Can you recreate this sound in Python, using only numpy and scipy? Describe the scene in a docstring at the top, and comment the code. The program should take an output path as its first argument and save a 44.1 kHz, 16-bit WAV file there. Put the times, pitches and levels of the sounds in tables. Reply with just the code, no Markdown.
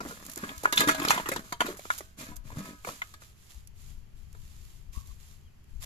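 """Empty plastic bottles are shaken out of a big aluminium pot onto leafy ground, close to the microphone.
They slide and knock in the ringing pot, drop on each other with hollow pops, and a heavy block follows them.
Then mostly leaves rustle, a light wind bumps the microphone, the rim squeaks and a far bird calls once.
Blows are damped noise and sine pops, the pot is a bank of modes, slides and leaves are showers of grains,
wind is shaped noise, the squeak is narrow noise and the bird is a falling sine."""
import sys
import numpy as np
from scipy import signal
from scipy.fft import rfft, irfft
from scipy.io import wavfile
from scipy.ndimage import uniform_filter1d, map_coordinates

SR = 44100
rng = np.random.default_rng(int(sys.argv[2]) if len(sys.argv) > 2 else 0)


def unload_audio(sound):
    """Save the sound as a 16-bit wav file, at the path given as the first command line argument."""
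    columns = np.transpose(np.atleast_2d(sound))
    # keep every value between -1 and 1, then stretch to whole-number steps
    steps = np.round(np.clip(columns, -1, 1) * 32767)
    wavfile.write(sys.argv[1], SR, steps.astype(np.int16))


N = 257984
TIME, HZ = np.arange(N) / SR, np.fft.rfftfreq(N, 1 / SR)

# blows of the bottles and the block: (time [s], strength [dB], hardness [dB], thud level [dB],
# base t60 [s], wall tone [Hz], tone level [dB])
KNOCKS = [(0.004, -44, 3.5, -42, 0.06, 1360, -36), (0.05, -55, 1, -43.5, 0.14, 670, -53),
          (0.108, -52, 0, -49.5, 0.095, 1407, -43), (0.37, -47.5, -1, -43, 0.032, 1720, -62),
          (0.4365, -44.5, -14, -45, 0.069, 1576, -36), (0.49, -38.5, -9, -53, 0.03, 1130, -73),
          (0.636, -59.5, -2.5, -38.5, 0.029, 4000, -53.5), (0.6455, -41, 2, -53.5, 0.022, 1350, -39),
          (0.6547, -28.5, -6, -39.5, 0.021, 1444, -17.5), (0.674, -47.5, -3, -47.5, 0.022, 877, -42),
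          (0.7242, -27.5, 6.5, -39, 0.042, 935, -39.5), (0.7735, -28, 4, -47.5, 0.035, 3550, -25.5),
          (0.7765, -29.5, 11.5, -49.5, 0.041, 3470, -23), (0.795, -33, 9.5, -44.5, 0.07, 220, -36.5),
          (0.804, -23, 5.5, -41, .056, 1740, -31), (0.8101, -36, -8.5, -34.5, .08, 1216, -29.5),
          (0.8343, -34.5, 2, -35, .05, 1700, -31.5), (0.873, -28.5, 4, -37, 0.075, 294, -27.5),
          (0.8849, -19.5, -0.5, -34.5, 0.061, 1990, -28.5), (0.89, -21.5, -3, -37, .042, 1230, -28.5),
          (0.91, -31.5, 4.5, -42, 0.075, 1310, -42.5), (0.946, -35.5, 5, -43.5, 0.045, 1200, -51.5),
          (0.9985, -35, 3, -38, 0.019, 1300, -42.5), (1.016, -35.5, -5.5, -36.5, 0.11, 1072, -35.5),
          (1.049, -27, 2, -34.5, 0.025, 1230, -30), (1.077, -40.5, 3, -38.5, 0.022, 1250, -37),
          (1.0834, -47, 24.5, -52, 0.017, 4130, -35.5), (1.095, -32, 8.5, -38.5, 0.09, 1520, -39),
          (1.105, -16.5, 0, -42.5, 0.04, 964, -26.5), (1.111, -29.5, -7, -51, 0.25, 2080, -32.5),
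          (1.143, -38, 7, -48.5, .055, 900, -43), (1.1765, -32, -7.5, -43.5, 0.044, 1000, -30),
          (1.198, -38.5, -20, -40, 0.022, 920, -34.5), (1.2572, -34, -7, -45, 0.11, 1184, -47),
          (1.287, -35, 4.5, -35, 0.043, 1420, -37), (1.3163, -29, -0.5, -45, 0.074, 537, -34),
          (1.3606, -33.5, 4, -39, 0.032, 970, -37), (1.523, -33, 2, -43.5, 0.033, 1007, -36),
          (1.5255, -57, 0, -55, 0.1, 952, -40), (1.6048, -22, -4.5, -38.5, 0.05, 1480, -27.5),
          (1.615, -30, -4, -41.5, 0.027, 985, -26.5), (1.646, -55, -6, -37, 0.023, 1330, -45),
          (1.663, -38.5, 4.5, -48, 0.05, 1410, -37.5), (1.6791, -51, 7.5, -39, 0.16, 587, -44),
          (1.793, -46.5, 4, -69, 0.023, 590, -47.5), (1.852, -49.5, 5, -48.5, .04, 1320, -47.5),
          (1.902, -28.5, -11, -63, .032, 1436, -24), (2.0057, -44, -1.5, -47, .029, 600, -49.5),
          (2.318, -61, -2, -74, 0.18, 986, -54), (2.503, -57, -4, -70, 0.021, 935, -49.5),
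          (2.518, -57, 1.5, -61, 0.045, 1009, -51.5), (2.847, -39.5, -1, -50, 0.026, 1159, -44.5),
          (2.871, -41.5, -4, -40.5, 0.081, 980, -42), (2.888, -40.5, -5, -40, 0.017, 1104, -37),
          (3.0181, -38.5, -7.5, -64, .028, 2060, -31), (3.019, -53, -13, -61, .034, 1477, -36),
          (3.1382, -48, 3.5, -65, .025, 1760, -65), (3.219, -53.5, 2.5, -65, 0.024, 1400, -56),
          (4.348, -59.5, 2.5, -62, 0.027, 1353, -62)]
# modes of the pot: (frequency [Hz], relative level [dB], t60 before damping [s])
POT_MODES = [(195, -9.5, 0.1), (295.5, 8, 0.14), (645, -5, 0.75), (986, -5, 0.48), (1170, -14, 0.93),
             (1269, -2.5, 0.64), (1526, -11, 1), (1665, 1.5, 0.52), (1710, -4, 0.21), (2160, -10.5, 0.15),
             (2150, 1, 0.15), (2268, -7, 0.12), (2413, 1, 0.13), (2490, -3.5, 0.2), (2620, -5.5, 0.093),
             (2808, -10, 0.11), (3100, -11.5, 0.067), (3500, -15, 0.38), (3500, -8, 0.1),
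             (3550, -16.5, 0.24), (4230, -14.5, .2), (4280, -5.5, 0.13), (4440, -14.5, 0.17),
             (4940, -9, .16)]
# how closely things touch the pot, so that it rings; hardly at all while they land on the heap:
# (time [s], level [dB])
POT_CONTACT = [(0, -11.5), (.8, 7), (1.35, -9), (1.5, -21.5), (2.1, -8), (2.18, 4), (2.55, 2), (2.78, 3.5),
               (2.84, -6.5)]
# colour of leaves and grit: (frequency [Hz], relative level [dB])
LEAF_COLOUR = [(300, -13.5), (1200, -0.5), (2200, -0.5), (3500, 1.5), (5500, 0), (7200, 3), (11500, -2.5),
               (14500, -5.5)]
POT_DAMPING = 1.4  # the load and the hands divide every t60 of the pot by this


def gain_of(db):
    """Decibels to gain."""
    return 10 ** (np.asarray(db) / 20)


def evened(x):
    """Scales to rms 1."""
    return x / np.sqrt(np.mean(x ** 2) + 1e-20)


def read(points, hz):
    """Reads a spectrum table on a log-frequency axis."""
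    f, value = np.transpose(points)
    return np.interp(np.log(hz + 1), np.log(f + 1), value)


def level(rows):
    """A dB curve over time as a gain for each sample."""
    return gain_of(np.interp(TIME, *np.transpose(rows)))


def add(mix, s, sound):
    """Mixes a sound in at time s."""
    part = mix[..., max(0, round(s * SR)):][..., :sound.shape[-1]]
    part += sound[..., :part.shape[-1]]


def shaped(x, spectrum):
    """Filters a signal by a spectrum table, then sets it to rms 1."""
    return evened(irfft(rfft(x) * gain_of(read(spectrum, HZ)), N))


def grains(per_s, spread_db, grain_s):
    """Two channels of tiny noise bursts at shared random moments, of uneven size."""
    sizes = gain_of(max(spread_db, 0) * np.minimum(rng.exponential(1, N), 4))
    sizes = sizes * (rng.random(N) < per_s / SR)
    power = signal.lfilter([1], [1, -np.exp(-1 / (grain_s * SR))], sizes ** 2)
    return evened(np.sqrt(power) * rng.standard_normal((2, N)))


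def swell(start, length, rise_s, t60):
    """Attack, hold and release of one movement, as a gain for each sample."""
    rise = np.sin(np.pi / 2 * np.clip((TIME - start) / rise_s, 0, 1)) ** 2
    return rise * gain_of(-60 * np.clip((TIME - start - length) / t60, 0, 2))


def together(swells, db):
    """Overlapping movements, each at its own level, add in power."""
    return np.sqrt(gain_of(db) ** 2 @ np.square(swells))


def blow(x, t, t60, rise_s):
    """A swell and a decay on x; the first hundredth of a second has rms 1."""
    x = x * (1 - np.exp(-(t / rise_s) ** 2)) * gain_of(-60 * t / t60)
    return x / np.sqrt(np.mean(x[..., :SR // 100] ** 2, axis=-1, keepdims=True) + 1e-20)


def loaded(pair, drift=0.012, drift_s=0.04):
    """The moving load bends the pitch of the pot's modes at random, by an rms share, through a varying lag."""
    width = max(2, round(drift_s * SR))
    bend = evened(uniform_filter1d(uniform_filter1d(rng.standard_normal(N), width), width))
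    lag = bend * drift / np.std(np.diff(bend) * SR)
    return np.array([map_coordinates(x, [(TIME + lag) * SR], order=3) for x in pair])


def outdoors(wind_db=-1, right_db=-14, shared=0.9, far_apart_db=-6, far_db=-56.5, air_db=-68):
    """Gusts as swelling noise, stronger at the left port, over the low rumble and still hiss of the field."""
    # colour of the wind: (frequency [Hz], relative level [dB])
    gust_colour = [(8.8, -32), (15, 8.5), (43, -4.5), (85, -6), (184, -23), (226, -26.5), (251, -35.5),
                   (357, -36.5), (500, -50.5), (650, -71.5), (1100, -120)]
    # gusts on the microphone: (start [s], length [s], relative level [dB])
    gust_times = [(0.0, .05, -50), (0.67, 0.77, -55), (2.257, .3, -48), (3.544, 0.24, -49.5),
                  (3.807, 0.17, -43), (4.103, 0.55, -45.5), (4.708, 0.47, -46.5), (5.258, 0.18, -50),
                  (5.664, 0.17, -44.5)]
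    # colour of the far rumble: (frequency [Hz], relative level [dB])
    far_colour = [(10, 2), (25, -3), (80, -0.5), (130, -7), (250, -22.5), (500, -45.5)]
    # colour of the still air: (frequency [Hz], relative level [dB])
    air_colour = [(120, -40), (200, -9.5), (258, -21), (405, -17), (494, -26.5), (540, -25), (3290, -27.5),
                  (3470, -35), (4720, -31), (15000, -43)]
    a, b = shaped(rng.standard_normal((2, N)), gust_colour)
    swells = [swell(s, length, rise_s=0.057, t60=0.58) for s, length, _ in gust_times]
    gusts = together(swells, [db for *_, db in gust_times])
    wind = np.array([a, gain_of(right_db) * evened(b + shared * a)])
    wind = wind * gusts * gain_of(wind_db) * np.sqrt(2)
    common = rng.standard_normal(N)
    far = shaped(common + gain_of(far_apart_db) * rng.standard_normal((2, N)), far_colour)
    air = shaped(rng.standard_normal((2, N)), air_colour)
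    return wind + gain_of(far_db) * far + gain_of(air_db) * air


def sliding(rumble_db=-1, scrape_db=-3.5, sing_db=-3, hiss_db=0.0):
    """Stick and slip of bottles and block: rumble, dry scrape, gritty hiss, and metal that sings and rings on."""
    # bottles, then the block, sliding in the pot and on the heap:
    # (start [s], length [s], relative scrape [dB], relative rumble [dB], relative hiss [dB])
    slides = [(0.0, 0.079, -43, -44.5, -53.5), (0.129, 0.2, -53, -56.5, -54.5),
              (0.342, 0.16, -47, -51, -50.5), (0.58, 0.045, -54, -65.5, -61),
              (0.747, 0.16, -45, -47.5, -49.5), (0.942, 0.27, -39, -49.5, -46),
              (1.251, 0.14, -47.5, -49.5, -51), (1.415, 0.095, -56, -61, -56),
              (1.582, 0.13, -41, -51, -48.5), (1.894, 0.041, -50, -60.5, -47),
              (2.162, 0.072, -49.5, -49.5, -45), (2.257, 0.036, -54, -49.5, -54),
              (2.425, 0.16, -59.5, -59, -58.5), (2.545, 0.052, -43, -43.5, -49.5),
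              (2.611, 0.088, -50, -47, -51.5), (2.839, 0.049, -49, -53, -44.5)]
    # colour of the rumble: (frequency [Hz], relative level [dB])
    rumble_colour = [(80, -12), (130, -1), (200, 7), (300, 2.5), (420, -6.5), (600, -7.5), (1000, -39)]
    # colour of the scrape: (frequency [Hz], relative level [dB])
    scrape_colour = [(300, -22), (600, -11.5), (1100, 7.5), (1800, 4), (2500, -9.5), (3100, -15),
                     (4000, -12), (7000, -18.5)]
    t = np.arange(SR // 2) / SR
    pot = sum(gain_of(db - 60 * POT_DAMPING * t / t60) * np.sin(2 * np.pi * hz * t)
              for hz, db, t60 in POT_MODES)
    slips = grains(per_s=500, spread_db=4.0, grain_s=0.00077)
    # a slide gathers speed, holds it, and runs out
    moves = [swell(s, length, rise_s=0.044, t60=0.27) for s, length, *_ in slides]
    force, weight, grit = (together(moves, db) for db in np.transpose(slides)[2:])
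    touching = slips * force * level(POT_CONTACT)
    sing = signal.fftconvolve(touching, pot[None] / np.linalg.norm(pot), axes=1)[:, :N]
    scrape = force * shaped(slips, scrape_colour)
    rumble = weight * shaped(slips, rumble_colour)
    hiss = grit * shaped(grains(per_s=1400, spread_db=1.5, grain_s=0.0025), LEAF_COLOUR)
    dry_slide = gain_of(scrape_db) * scrape + gain_of(rumble_db) * rumble + gain_of(hiss_db) * hiss
    return gain_of(sing_db) * loaded(sing) + dry_slide


def bottle_modes(count, depth_db=6, spacing_hz=120):
    """Noise in the wall's colour with random peaks: every bottle and every spot on it has its own modes."""
    # colour of a thin bottle wall: (frequency [Hz], relative level [dB])
    shell_colour = [(150, -5), (290, -1), (400, 0), (520, -3.5), (700, 1.5), (1000, 0), (1300, 11.5),
                    (2000, 5), (2700, 3), (3400, 8.5), (4300, 1.5), (5200, -6.5), (7000, -1.5),
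                    (14000, -7.5)]
    hz = np.fft.rfftfreq(count, 1 / SR)
    heights = np.clip(rng.standard_normal(600), -2, 1.6)
    db = read(shell_colour, hz) + depth_db * np.interp(hz / spacing_hz, np.arange(len(heights)), heights)
    return irfft(rfft(rng.standard_normal((2, 2, count))) * gain_of(db), count)


def clatter(tail_db=-22, tail_t60=0.21, rise_s=0.0012):
    """Each blow sets off the dense, quickly damped modes of a thin bottle, with a faint, slower scatter."""
    # bands of a blow, in order thud, clack, crack, crinkle: (low edge [Hz], high edge [Hz], factor on the t60)
    bands = [(150, 494, 1.1), (702, 3530, 1.4), (2677, 5950, 1.786), (6760, 14000, 1.3)]
    crack_db, crinkle_db, crinkle_per_hardness = -4.5, -11.5, 0.93  # relative to the clack
    out, t = np.zeros((2, N)), np.arange(8192) / SR
    filters = [signal.butter(3, [lo, min(hi, SR / 2 - 100)], "band", fs=SR, output="sos")
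               for lo, hi, _ in bands]
    for s, strength, hardness, thud, t60, *_ in KNOCKS:
        modes = bottle_modes(count=len(t))
        # a harder contact raises both treble bands
        crack = strength + crack_db + hardness
        crinkle = strength + crinkle_db + crinkle_per_hardness * hardness
        for sos, (_, _, longer), db in zip(filters, bands, (thud, strength, crack, crinkle)):
            shell, scatter = signal.sosfilt(sos, modes)
            body = blow(shell, t, t60 * longer, rise_s)
            tail = gain_of(tail_db) * blow(scatter, t, tail_t60, 0.0078)
            add(out, s, gain_of(db) * (body + tail))
    return out


def pops(second_db=-8, second_ratio=0.73, echo_s=0.0078, echo_db=-9, echo_ratio=1.2):
    """The struck wall pops at one pitch, with a weaker mode below it and a quick, higher bounce."""
    out, t = np.zeros(N), np.arange(SR // 6) / SR
    for s, *_, t60, hz, db in KNOCKS:
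        wall = np.sin(2 * np.pi * hz * t)
        wall = wall + gain_of(second_db) * np.sin(2 * np.pi * hz * second_ratio * t)
        bounce = gain_of(echo_db) * (t > echo_s) * np.sin(2 * np.pi * hz * echo_ratio * (t - echo_s))
        add(out, s, gain_of(db) * blow(wall + bounce, t, t60, 0.00058))
    return out


def pot_ring(ring_db=-16, growth=0.75, uneven_db=4.5, per_octave_db=3, near_db=7, near_octaves=0.21):
    """Blows on the pot ring its modes, favouring those near the blow's pitch; load and hands damp them."""
    out, t = np.zeros((2, N)), np.arange(SR // 2) / SR
    hz, db, t60 = np.transpose(POT_MODES)
    decay = gain_of(-60 * POT_DAMPING * t / t60[:, None])
    modes = np.exp(2j * np.pi * hz[:, None] * t) * decay * (1 - np.exp(-t / 0.002))
    for s, strength, *_, tone_hz, _ in KNOCKS:
        struck_db = growth * strength + np.interp(s, *np.transpose(POT_CONTACT))
        apart = abs(np.log2(hz / tone_hz))  # octaves
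        favour_db = near_db * np.exp(-(apart / near_octaves) ** 2) - per_octave_db * apart
        share = gain_of(db + uneven_db * rng.standard_normal(len(hz)) + favour_db)
        share = share / np.linalg.norm(share) * np.exp(2j * np.pi * rng.random(len(hz)))
        # each mode is a quarter turn apart in the two channels, which leaves them unrelated
        pair = np.array([share, share * rng.choice([-1j, 1j], len(hz))])
        add(out, s, gain_of(struck_db + ring_db) * np.sqrt(2) * (pair @ modes).real)
    return loaded(out)


def leaves(rustle_db=0.0, crackle_db=-9, snap_db=-10):
    """A fine rustle of many leaves, a sparser crackle of stems, and single sharp snaps of decaying noise."""
    # snaps of stems, leaves and thin plastic: (time [s], relative level [dB], t60 [s])
    snap_times = [(0.2507, -30, 0.03), (0.264, -26, 0.027), (0.2973, -24.5, 0.033), (0.315, -29, 0.065),
                  (0.3344, -29.5, 0.03), (0.359, -19, 0.016), (0.375, -19.5, 0.024), (0.387, -30.5, 0.02),
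                  (0.4898, -52, 0.03), (0.579, -25.5, 0.025), (0.634, -24, 0.059), (0.7245, -17, 0.023),
                  (0.758, -21.5, 0.096), (1.028, -22.5, 0.03), (1.288, -15, 0.035), (1.316, -20, 0.02),
                  (1.337, -21, 0.02), (1.6618, -29.5, 0.052), (1.732, -38, 0.029), (1.77, -35, 0.14),
                  (1.979, -25, 0.036), (1.9845, -24.5, 0.054), (2.3586, -36, 0.083), (2.366, -26.5, 0.016),
                  (2.5726, -52, 0.026), (3.139, -43, 0.016), (3.223, -59, 0.015), (3.673, -34, 0.026),
                  (4.3284, -38, 0.018), (5.0728, -37, 0.021), (5.6418, -47.5, 0.016)]
    # sweeps of bottles, pot and arms through the leaves: (start [s], length [s], relative level [dB])
    brushes = [(0.06, 0.054, -48.5), (0.196, .14, -59.5), (0.44, 0.26, -53.5), (1.09, .06, -45),
               (1.74, 0.23, -52), (1.896, 0.02, -46), (2.663, 0.45, -59), (2.855, 0.067, -49),
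               (3.063, .04, -78), (3.193, 0.049, -56.5), (3.317, 0.24, -62), (3.486, 0.023, -56.5),
               (3.724, 0.18, -59.5), (4.13, 0.093, -67.5), (4.196, 0.57, -62), (4.913, 0.056, -54),
               (5.025, 0.093, -60.5), (5.138, 0.19, -60.5), (5.65, .14, -71.5), (5.792, 0.15, -39.5)]
    snaps, t = np.zeros((2, N)), np.arange(SR // 8) / SR
    fizz_colour = [(400, -12.5), (1500, -3.5), (4000, -4), (7000, 5.0), (14000, 1)]  # ([Hz], [dB])
    fizz = shaped(rng.standard_normal((2, N)), fizz_colour)
    start = 1 - np.exp(-t / 0.0003)
    for s, db, t60 in snap_times:
        add(snaps, s, gain_of(db + snap_db - 60 * t / t60) * start)
    fine = grains(per_s=4500, spread_db=0.5, grain_s=0.003)
    rustle = gain_of(rustle_db) * shaped(fine, LEAF_COLOUR)
    sparse = grains(per_s=32, spread_db=1.0, grain_s=0.0005)
    crackle = gain_of(crackle_db) * shaped(sparse, LEAF_COLOUR)
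    # a sweep swells over a share of its length, then the leaves settle
    sweeps = [swell(s, length, rise_s=0.53 * length, t60=0.45) for s, length, _ in brushes]
    return snaps * fizz + together(sweeps, [db for *_, db in brushes]) * (rustle + crackle)


def bumps():
    """Soft bumps as low, quickly damped sine swings, many of them mainly at the left port."""
    # bumps of the pot and of wind on the microphone:
    # (time [s], level before the decay [dB], frequency [Hz], t60 [s], right port relative to left [dB])
    bump_times = [(0.432, -23, 230, 0.032, 0), (0.574, -22.5, 59, 0.044, -17), (2.37, -20, 36.2, 0.1, -25),
                  (2.453, -38, 121, 0.13, -7), (2.528, -27, 99, 0.042, -1), (2.571, -17, 127, 0.029, 0),
                  (2.593, -33, 196, 0.18, 0.5), (3.549, -33, 53.5, 0.25, -14),
                  (4.888, -20, 35.3, 0.065, -18), (4.968, -13.5, 52.5, 0.081, -34),
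                  (4.974, -20.5, 165, 0.015, -30), (5.089, -26, 44, 0.16, -27),
                  (5.756, -20.5, 42.5, 0.084, -17.5)]
    out, t = np.zeros((2, N)), np.arange(SR // 3) / SR
    for s, db, hz, t60, right_db in bump_times:
        swing = gain_of(db - 60 * t / t60) * (1 - np.exp(-t * hz * 2)) * np.sin(2 * np.pi * hz * t)
        add(out, s, gain_of([[0], [right_db]]) * swing)
    return out


def squeak(hz=1110, width_hz=70):
    """A hand rubs the pot's rim: skin slipping on it, as noise, excites one narrow resonance."""
    # loudness of the squeak: (time [s], level [dB])
    squeak_level = [(4.92, -84), (4.95, -58), (4.98, -56), (5.01, -66), (5.06, -75), (5.115, -66),
                    (5.15, -96)]
    rub = rfft(rng.standard_normal(N)) / (1 + ((HZ - hz) / width_hz) ** 2)
    sounding = (TIME > squeak_level[0][0]) * (TIME < squeak_level[-1][0])
    return evened(irfft(rub, N)) * level(squeak_level) * sounding


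def bird():
    """One distant, nearly pure, falling whistle: a sine with gliding pitch and level."""
    # the falling note: (time [s], frequency [Hz], level [dB])
    note = [(5.43, 3260, -84.5), (5.47, 3240, -69), (5.487, 2870, -73), (5.5, 2520, -76),
            (5.519, 2400, -89.5)]
    s, hz, db = np.transpose(note)
    sounding = (TIME > s[0]) * (TIME < s[-1])
    phase = 2 * np.pi * np.cumsum(np.interp(TIME, s, hz)) / SR
    return gain_of(np.interp(TIME, s, db)) * sounding * np.sin(phase)


def ports(pair):
    """Two unrelated channels become alike by frequency, fully so in the bass, as at two close ports."""
    # likeness of the two ports, clipped to 0-1: (frequency [Hz], likeness)
    likeness = [(100, 1.5), (580, 1), (950, 0), (1500, 0.9), (2200, -0.06), (4000, 0.35), (4500, 0)]
    a, b = rfft(pair)
    same = np.clip(read(likeness, HZ), 0, 1)
    return irfft(np.array([a, same * a + np.sqrt(1 - same ** 2) * b]), N)


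def scene():
    """Sets the phase and level between the ports for all but bumps and outdoors, then sums everything."""
    # phase by which the left port leads: (frequency [Hz], lead [rad])
    lead = [(20, -1), (280, 0.42), (600, 0.3), (1000, 1.07), (1400, 2.5), (2200, 4), (4000, 6)]
    # left minus right level: (frequency [Hz], difference [dB])
    balance = [(100, 1.5), (1000, -0.5), (2500, 1.5), (5000, -4), (10000, -6)]
    spread = ports(clatter() + pot_ring() + sliding() + leaves())
    left, right = rfft(spread + pops() + squeak() + bird())
    side = gain_of(read(balance, HZ) / 2)  # half of the difference on each port
    near = irfft(np.array([left * side, right / side * np.exp(-1j * read(lead, HZ))]), N)
    ends = signal.windows.tukey(N, 0.002)  # very short fades
    return near * ends + bumps() + outdoors()


def record(dry):
    """The treble colour of the microphone, then a steep low-pass as the band limit."""
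    # treble colour of the ports: (frequency [Hz], level [dB])
    treble = [(5000, 1), (5600, 0), (7300, 3), (7900, -3), (8300, -5), (9300, -3), (11000, 3), (13500, 1.5)]
    edge_hz = 14330
    coloured = irfft(rfft(dry) * gain_of(read(treble, HZ)), N)
    lowpass = signal.firwin(401, edge_hz, window=("kaiser", 9), fs=SR)
    return signal.oaconvolve(coloured, lowpass[None], "same")


dry = scene()
out = record(dry)
unload_audio(out)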